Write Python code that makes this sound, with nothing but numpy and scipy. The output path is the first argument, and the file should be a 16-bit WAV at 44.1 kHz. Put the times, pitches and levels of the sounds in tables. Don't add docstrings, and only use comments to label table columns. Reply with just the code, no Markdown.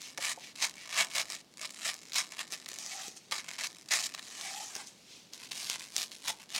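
import sys
import numpy as np
from scipy import signal
from scipy.fft import rfft, irfft, next_fast_len
from scipy.io import wavfile
from scipy.ndimage import map_coordinates

SR = 44100
rng = np.random.default_rng(int(sys.argv[2]) if len(sys.argv) > 2 else 0)


def master(y):
    cut = np.clip(np.atleast_2d(y).T, -1, 1)
    pcm = np.round(cut * 32767)
    wavfile.write(sys.argv[1], SR, pcm.astype(np.int16))


N = 290619

# (time [s], rise [s], hold [s], fall [s], crunch level [dB], body [dB])
BITES = [ (.175, 0.01, 0.0036, 0.015, -42.5, -3), (.222, 0.074, 0.1, 0.026, -37.5, -3),
         (.555, .003, .003, 0.028, -49, -8), (.622, 0.057, 0.03, 0.041, -32, -2.5),
         (.975, 0.13, 0.041, 0.053, -32, 1), (1.151, 0.08, 0.06, 0.041, -37, -2),
         (1.3, 0.13, 0.051, 0.062, -45, -5.5), (1.615, 0.035, 0.045, 0.02, -45, 0),
         (1.85, 0.11, 0.044, 0.065, -36, -4.5), (2.156, 0.03, 0.038, 0.056, -31, -4.5),
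         (2.322, 0.023, 0.023, 0.0097, -52, 1), (2.392, 0.039, 0.013, 0.057, -40, -1),
         (2.523, 0.031, 0.022, 0.043, -41, -7.5), (2.66, .005, 0.0042, 0.014, -53.5, 8.5),
         (3.32, .016, 0.0085, 0.034, -36.5, -1), (3.34, 0.018, 0.052, 0.057, -42, -3),
         (3.48, 0.24, 0.068, 0.055, -48.5, -1.5), (3.585, 0.034, 0.061, 0.033, -42, -1),
         (3.635, 0.032, .035, .015, -40.5, -7), (3.914, 0.034, .036, 0.15, -31, -3),
         (4.034, .06, 0.033, .012, -36.5, -20), (4.14, .004, 0.009, 0.028, -51, 3),
         (4.177, 0.014, 0.019, 0.027, -53.5, 4.5)]
DRY_BITES = [ (5.335, 0.02, 0.0035, 0.045, -48.5, -8), (5.43, 0.17, 0.039, 0.012, -52, -3.5),
             (5.512, 0.0086, 0.013, 0.037, -44.5, -5), (5.56, 0.12, 0.17, 0.04, -42.5, -9.5),
             (5.7, 0.026, 0.061, 0.02, -43.5, -4), (5.795, .02, 0.047, 0.064, -49, -8),
             (5.978, 0.081, 0.051, 0.062, -38.5, -9), (6.115, .04, 0.037, 0.11, -50.5, -10),
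             (6.281, 0.066, 0.018, 0.038, -34, -7), (6.4, .08, 0.032, 0.054, -56.5, -2.5),
             (6.548, 0.048, 0.033, .05, -39, -3.5)]
# (start [s], length [s], level [dB])
LEANS = [(0, 0.12, -55), (.34, 0.15, -58), (0.563, 0.84, -56.5), (1.508, 0.074, -64.5), (1.572, 0.21, -53),
         (1.95, 0.43, -55.5), (2.47, 0.166, -55), (2.679, 0.084, -49.5), (3.686, 0.13, -56),
         (3.856, 0.16, -61), (4.22, 0.18, -53.5)]
DRY_LEANS = [(5.34, 0.12, -55.5), (5.52, 0.51, -57), (6.22, .21, -61.5), (6.492, .09, -51.5)]
# (start [s], end [s], level [dB], blade ring [dB])
GLIDES = [(0, 0.114, -48, -29), (0.382, .535, -51.5, 7), (0.435, .452, -52, 22), (0.763, 0.868, -49.5, 16),
          (2.907, 2.943, -43, 15), (4.422, 4.516, -44.5, 12)]
# (time [s], peak level [dB], pitch [Hz])
FLAKES = [(0.0179, -26, 6400), (0.1759, -25, 3700), (0.2544, -17, 6000), (0.6247, -17, 5600),
          (0.6962, -26, 5500), (1.0092, -13, 4000), (1.0472, -20, 6100), (1.114, -28, 3100),
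          (1.1523, -20, 5100), (1.1637, -17, 4600), (1.1823, -15, 4500), (1.1991, -19, 3900),
          (1.2163, -18, 4100), (1.302, -22, 5200), (1.322, -21, 5000), (1.3523, -26, 4600),
          (1.615, -24, 6200), (1.6541, -24, 4800), (1.9421, -24, 5600), (2.1209, -26, 3300),
          (2.1336, -21, 4500), (2.144, -20, 4400), (2.321, -28, 6000), (2.3936, -22, 3000),
          (2.5227, -20, 6300), (2.6607, -26, 4500), (2.7165, -27, 5300), (2.7408, -26, 6300),
          (2.7871, -20, 4900), (2.8629, -24, 5700), (3.0818, -25, 5700), (3.312, -23, 4500),
          (3.3213, -18, 4400), (3.4898, -24, 3900), (3.6369, -19, 4900), (3.6715, -23, 4900),
          (3.8886, -26, 4700), (3.9112, -15, 3800), (3.9377, -12, 4700), (3.9967, -21, 4400),
          (4.0071, -19, 5900), (4.1397, -26, 5100), (4.1491, -23, 4300), (4.1935, -26, 3200),
          (4.4119, -23, 4000), (4.7532, -20, 5500), (4.7644, -22, 5600), (5.3351, -27, 5100),
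          (5.519, -20, 4400), (5.6993, -13, 4500), (5.7958, -26, 5700), (5.9649, -9, 5600),
          (5.981, -15, 6100), (6.0184, -18, 5700), (6.0301, -20, 4600), (6.1176, -26, 4000),
          (6.282, -14, 6600), (6.5488, -17, 4500), (6.5623, -15, 4300)]
# (time [s], level [dB], centre of the knock [Hz])
LANDINGS = [(0.184, -32.5, 540), (0.374, -35, 590), (2.525, -45, 420), (2.716, -45, 460),
            (3.082, -38.5, 324), (3.32, -33.5, 546), (4.762, -38.5, 324), (6.298, -30.5, 710)]
# (time [s], rise [s], hold [s], fall [s], scrape level [dB], body [dB])
PULLS = [(2.8, 0.046, 0.27, 0.12, -45.5, -5), (3.168, 0.02, 0.0073, 0.027, -48, -12),
         (4.43, 0.36, 0.21, 0.34, -45, -5.5), (4.76, 0.069, 0.057, 0.064, -50, 0),
         (4.87, 0.025, 0.0065, .05, -48, -30)]
# (time [s], contact [1 = firm])
CONTACT = [(2.78, 0.17), (2.95, 0.42), (3.07, 0.51), (3.139, 0.24), (4.36, 0.074), (4.469, 0.7),
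           (4.6, 0.79), (4.82, 0.44), (4.89, 0.16)]
# (time [s], rise [s], hold [s], fall [s], level [dB])
SLIDES = [(3.198, .05, 0.031, .3, -61), (4.928, .1, 0.071, .3, -66), (5.119, 0.21, 0.05, 0.23, -54)]

# (pitch [Hz], level [dB], time to fall 60 dB [s])
BOARD_MODES = [(137, -12, .075), (238, 14, 0.032), (394, 23, 0.012), (514, -30, 0.068), (540, 9.5, 0.051),
               (710, 15.5, 0.056), (884, 27.5, 0.041)]
# (pitch [Hz], width [Hz], level [dB])
BLADE_INSIDE = [(1143, 320, 11), (1760, 136, 3.5), (2200, 85, 0.5), (3916, 52, 4.5), (5070, 500, -10)]
# (pitch [Hz], width [Hz], level [dB])
BLADE_FACE = [(1930, 160, -3), (2240, 82, 0)]
# (pitch [Hz], width [Hz], level [dB])
BLADE_ON_BOARD = [(745, 43, -17), (818, 56, 19), (1220, 27, -0.5), (1660, 46, 8.5), (2295, 35, -7.5)]

# (frequency [Hz], level [dB])
CRUMBS = [(60, -28), (200, -13), (430, -22.5), (650, -4.5), (1100, -12.5), (1550, -7.5), (2100, 1.5),
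          (3300, 2.5), (4500, 4), (7000, 5), (10000, -3.5), (16000, -21.5)]
# (frequency [Hz], level [dB])
DRY_END = [(60, -30.5), (200, -10), (500, -22.5), (720, -8), (1400, -9.5), (2100, -3.5), (4000, -0.5),
           (6500, -3), (10000, -9.5), (16000, -26)]
# (frequency [Hz], level [dB])
GRATING = [(150, -69), (450, -27), (700, -7), (1400, -8.5), (2300, -4), (3500, -2.5), (6000, 3),
           (8000, -1.5), (11000, -11.5), (16000, -26)]
# (frequency [Hz], level [dB])
RUBBING = [(500, -26), (1500, -18), (2400, -8), (4000, -6.5), (6200, -8), (8000, -15.5), (16000, -33)]
# (frequency [Hz], level [dB])
FLAKE_TONE = [(100, -34), (400, -9), (900, -9), (2000, -5.5), (6500, -4), (9500, -9), (12000, -11.5),
              (16000, -10.5)]
# (frequency [Hz], level [dB])
BACKGROUND = [(20, -47), (50, -17), (90, -12), (130, -3.5), (168, 0), (200, 0), (255, 1), (400, -3.5),
              (600, -7.5), (1300, -16), (5000, -13), (16000, -32)]
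# (frequency [Hz], time to fall 60 dB [s])
ROOM_T60 = [(200, 0.9), (2000, 0.12), (10000, 0.15)]

TOP_HZ = 16000
EDGE_DB = 22.5
LEAN_RISE_S, LEAN_FALL_S, LEAN_BODY_DB = 0.012, 0.062, -7.5
CHIPS_PER_S, CHIP_OVER_DB, CHIP_SPREAD_DB = 6.9, 20.5, 7
CHIP_HZ, CHIP_OCTAVES = 5830, 0.31


def amp(db):
    return 10 ** (np.asarray(db) / 20)


def unit(x):
    return x / np.sqrt(np.mean(x ** 2) + 1e-20)


def along(points, hz):
    point_hz, values = np.transpose(points)
    return np.interp(np.log(hz + 1), np.log(point_hz + 1), values)


def filtered(x, response):
    size = next_fast_len(N + SR // 2)
    hz = np.fft.rfftfreq(size, 1 / SR)
    return irfft(rfft(x, size) * response(hz), size)[:N]


def causal(gain):
    cepstrum = irfft(np.log(np.maximum(gain, 1e-6)))
    half = len(cepstrum) // 2
    cepstrum[1:half] *= 2
    cepstrum[half + 1:] = 0
    return np.exp(rfft(cepstrum))


def resonances(modes, hz):
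    return sum(amp(db) * 1j * hz * width / (centre ** 2 - hz ** 2 + 1j * hz * width)
               for centre, width, db in modes)


def wander(rate):
    points = rng.standard_normal(int(N * rate / SR) + 4)
    return map_coordinates(points, [np.arange(N) * rate / SR])


def reflected(x, share, delay_s=0.00172, drift=0.088, absorb_hz=3500):
    delay = delay_s * SR * np.exp(drift * wander(5))
    echo = filtered(x, lambda hz: 1 / (1 + (hz / absorb_hz) ** 4))
    return x + share * map_coordinates(echo, [np.arange(N) - delay])


def swell(s, rise_s, hold_s, fall_s, db, give_db=0):
    t = np.arange(N) / SR - s
    before = np.maximum(-t / max(rise_s, 1e-3), 0)
    after = np.maximum((t - hold_s) / max(fall_s, 1e-3), 0)
    drop_db = np.minimum(EDGE_DB * (before + after), 100)
    return amp(db - give_db * (t < 0) - drop_db) ** 2


def effort(strokes, leans=(), give_db=0):
    lean_strokes = [(s, LEAN_RISE_S, length, LEAN_FALL_S, db, LEAN_BODY_DB) for s, length, db in leans]
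    crisp, dull = np.zeros(N), np.zeros(N)
    for *shape, body_db in list(strokes) + lean_strokes:
        power = swell(*shape, give_db=give_db)
        crisp += power
        dull += power * amp(body_db) ** 2
    return 10 * np.log10(crisp), 10 * np.log10(dull / crisp)


def fractures(rate, spread_db, ring_s, rattle, count=4, size=2048):
    t = np.arange(SR // 100) / SR
    breaks = rng.random(N) < rate / SR
    strengths = amp(spread_db * np.minimum(rng.standard_normal(N), 2))
    cracks = breaks * strengths * rng.choice([-1, 1], N)
    kinds = rng.integers(count, size=N) == np.arange(count)[:, None]
    out = np.zeros(N + len(t))
    for start in range(0, N, size):
        shapes = rng.standard_normal((count, len(t))) * np.exp(-t / ring_s)
        shapes *= rattle / np.linalg.norm(shapes, axis=1, keepdims=True)
        shapes[:, 0] += 1
        here = slice(start, start + size)
        patch = signal.fftconvolve(cracks[here] * kinds[:, here], shapes, axes=1).sum(axis=0)
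        out[start:][:len(patch)] += patch
    return out[:N]


def voiced(cracks, colour, db, body_db, even_s, split_hz=2800):
    sound = filtered(cracks, lambda hz: causal(colour(hz)))
    crisp = filtered(sound, lambda hz: 1 - 1 / (1 + (hz / split_hz) ** 4))
    dull = sound - crisp
    window = signal.windows.hann(int(even_s * SR) + 3)
    power = np.abs(signal.oaconvolve(unit(crisp) ** 2, window / window.sum(), "same"))
    force = amp(db) / np.std(crisp) / np.sqrt(power + 1e-3)
    return force * (crisp + amp(body_db) * dull)


def body_of(colour, split_hz=2800):
    hz = np.arange(500, TOP_HZ)
    power = colour(hz) ** 2
    return 10 * np.log10(power[hz < split_hz].sum() / power[hz >= split_hz].sum())


def room_tone():
    noise = rng.standard_normal(N)
    return amp(-62) * unit(filtered(noise, lambda hz: amp(along(BACKGROUND, hz))))


def cutting():
    db, body_db = effort(BITES, LEANS, give_db=4)
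    cracks = fractures(rate=3600 * amp(db + 40), spread_db=8, ring_s=0.0008, rattle=0.65)
    colour = lambda hz: amp(along(CRUMBS, hz)) * np.abs(1 + resonances(BLADE_INSIDE, hz))
    return voiced(reflected(cracks, share=0.25), colour, db, body_db - body_of(colour), even_s=0.063)


def gliding():
    t = np.arange(N) / SR
    grit = fractures(rate=10000, spread_db=0.0, ring_s=0.0054, rattle=1.7)
    out = np.zeros(N)
    for start, end, db, ring_db in GLIDES:
        colour = lambda hz: amp(along(RUBBING, hz)) * (1 + amp(ring_db) * resonances(BLADE_FACE, hz))
        progress = np.clip((t - start) / (end - start), 0, 1)
        speed = np.abs(np.sin(np.pi * progress))
        out += amp(db) * speed ** 0.52 * unit(filtered(grit, colour))
    return out


def room(x):
    hz, t, noise = signal.stft(rng.standard_normal(SR // 3), SR, nperseg=256)
    fade = amp(-60 * t / along(ROOM_T60, hz)[:, None])
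    tail = signal.istft(noise * fade, SR, nperseg=256)[1]
    late = np.pad(x, (SR // 250, 0))
    return signal.fftconvolve(late, tail / np.linalg.norm(tail))[:N]


def chips(count=200):
    times = np.cumsum(rng.exponential(size=count)) / CHIPS_PER_S
    found = []
    for s, (size, pitch) in zip(times, rng.standard_normal((count, 2))):
        for start, length, db in list(LEANS) + list(DRY_LEANS):
            if start < s < min(start + length, N / SR):
                peak_db = db + CHIP_OVER_DB + CHIP_SPREAD_DB * size
                found.append((s, peak_db, CHIP_HZ * 2 ** (CHIP_OCTAVES * pitch)))
    return found


def flakes(cycles=0.62, splinter=0.25, splinter_s=0.0013):
    t = np.arange(1024) / SR
    colour = causal(amp(along(FLAKE_TONE, np.fft.rfftfreq(len(t), 1 / SR))))
    out = np.zeros(N + len(t))
    for s, db, hz in list(FLAKES) + chips():
        push = splinter * rng.standard_normal(len(t)) * (rng.random(len(t)) < 0.3) * np.exp(-t / splinter_s)
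        push[0] = 1
        flake = np.cos(2 * np.pi * hz * t) * np.exp(-t * hz / cycles)
        snap = irfft(rfft(push) * rfft(flake) * colour)
        out[round(s * SR):][:len(t)] += amp(db) * snap / np.abs(snap).max()
    return out[:N]


def board_knocks(octaves=0.32, gain_db=-4.0):
    t = np.arange(SR // 5) / SR
    attack = 1 - np.exp(-t / 0.002)
    out = np.zeros(N + len(t))
    for s, db, centre_hz in LANDINGS:
        ring = np.zeros(len(t))
        for hz, level, t60 in BOARD_MODES:
            closeness = np.exp(-0.5 * (np.log2(hz / centre_hz) / octaves) ** 2)
            tone = np.sin(2 * np.pi * (hz * t + rng.random()))
            ring += amp(level - 60 * t / t60) * closeness * tone
        ring *= attack
        out[round(s * SR):][:len(t)] += amp(db + gain_db) * ring / np.abs(ring).max()
    return out[:N]


def drifting(ring, depth=0.0253, rate=9):
    return map_coordinates(ring, [np.arange(N) + depth * SR / rate * wander(rate)])


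def drawing():
    db, body_db = effort(PULLS)
    crumbs = fractures(rate=8700, spread_db=7.0, ring_s=0.00049, rattle=0.9)
    cracks = reflected(crumbs, share=0.48)
    contact = np.interp(np.arange(N) / SR, *np.transpose(CONTACT))
    ring = drifting(filtered(cracks, lambda hz: resonances(BLADE_ON_BOARD, hz)))
    colour = lambda hz: amp(along(GRATING, hz))
    return voiced(cracks + contact * ring, colour, db, body_db - body_of(colour) - 2.5, even_s=0.077)


def sliding():
    level = np.sqrt(sum(swell(*slide) for slide in SLIDES))
    grit = fractures(rate=16000, spread_db=4.5, ring_s=0.0036, rattle=2.1)
    return level * unit(filtered(grit, lambda hz: amp(along(RUBBING, hz))))


def last_crunches():
    db, body_db = effort(DRY_BITES, DRY_LEANS, give_db=2.5)
    cracks = fractures(rate=4200 * amp(0.7 * (db + 40)), spread_db=8.2, ring_s=0.0008, rattle=0.6)
    colour = lambda hz: amp(along(DRY_END, hz))
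    return voiced(reflected(cracks, share=0.36), colour, db, body_db - body_of(colour), even_s=0.038)


def scene():
    knife = cutting() + gliding() + drawing() + last_crunches()
    near = knife + flakes() + board_knocks() + sliding()
    return (near + amp(-14.0) * room(near) + room_tone())[None]


def record(dry):
    return np.array([filtered(channel, lambda hz: hz < TOP_HZ) for channel in dry])


dry = scene()
out = record(dry)
master(out)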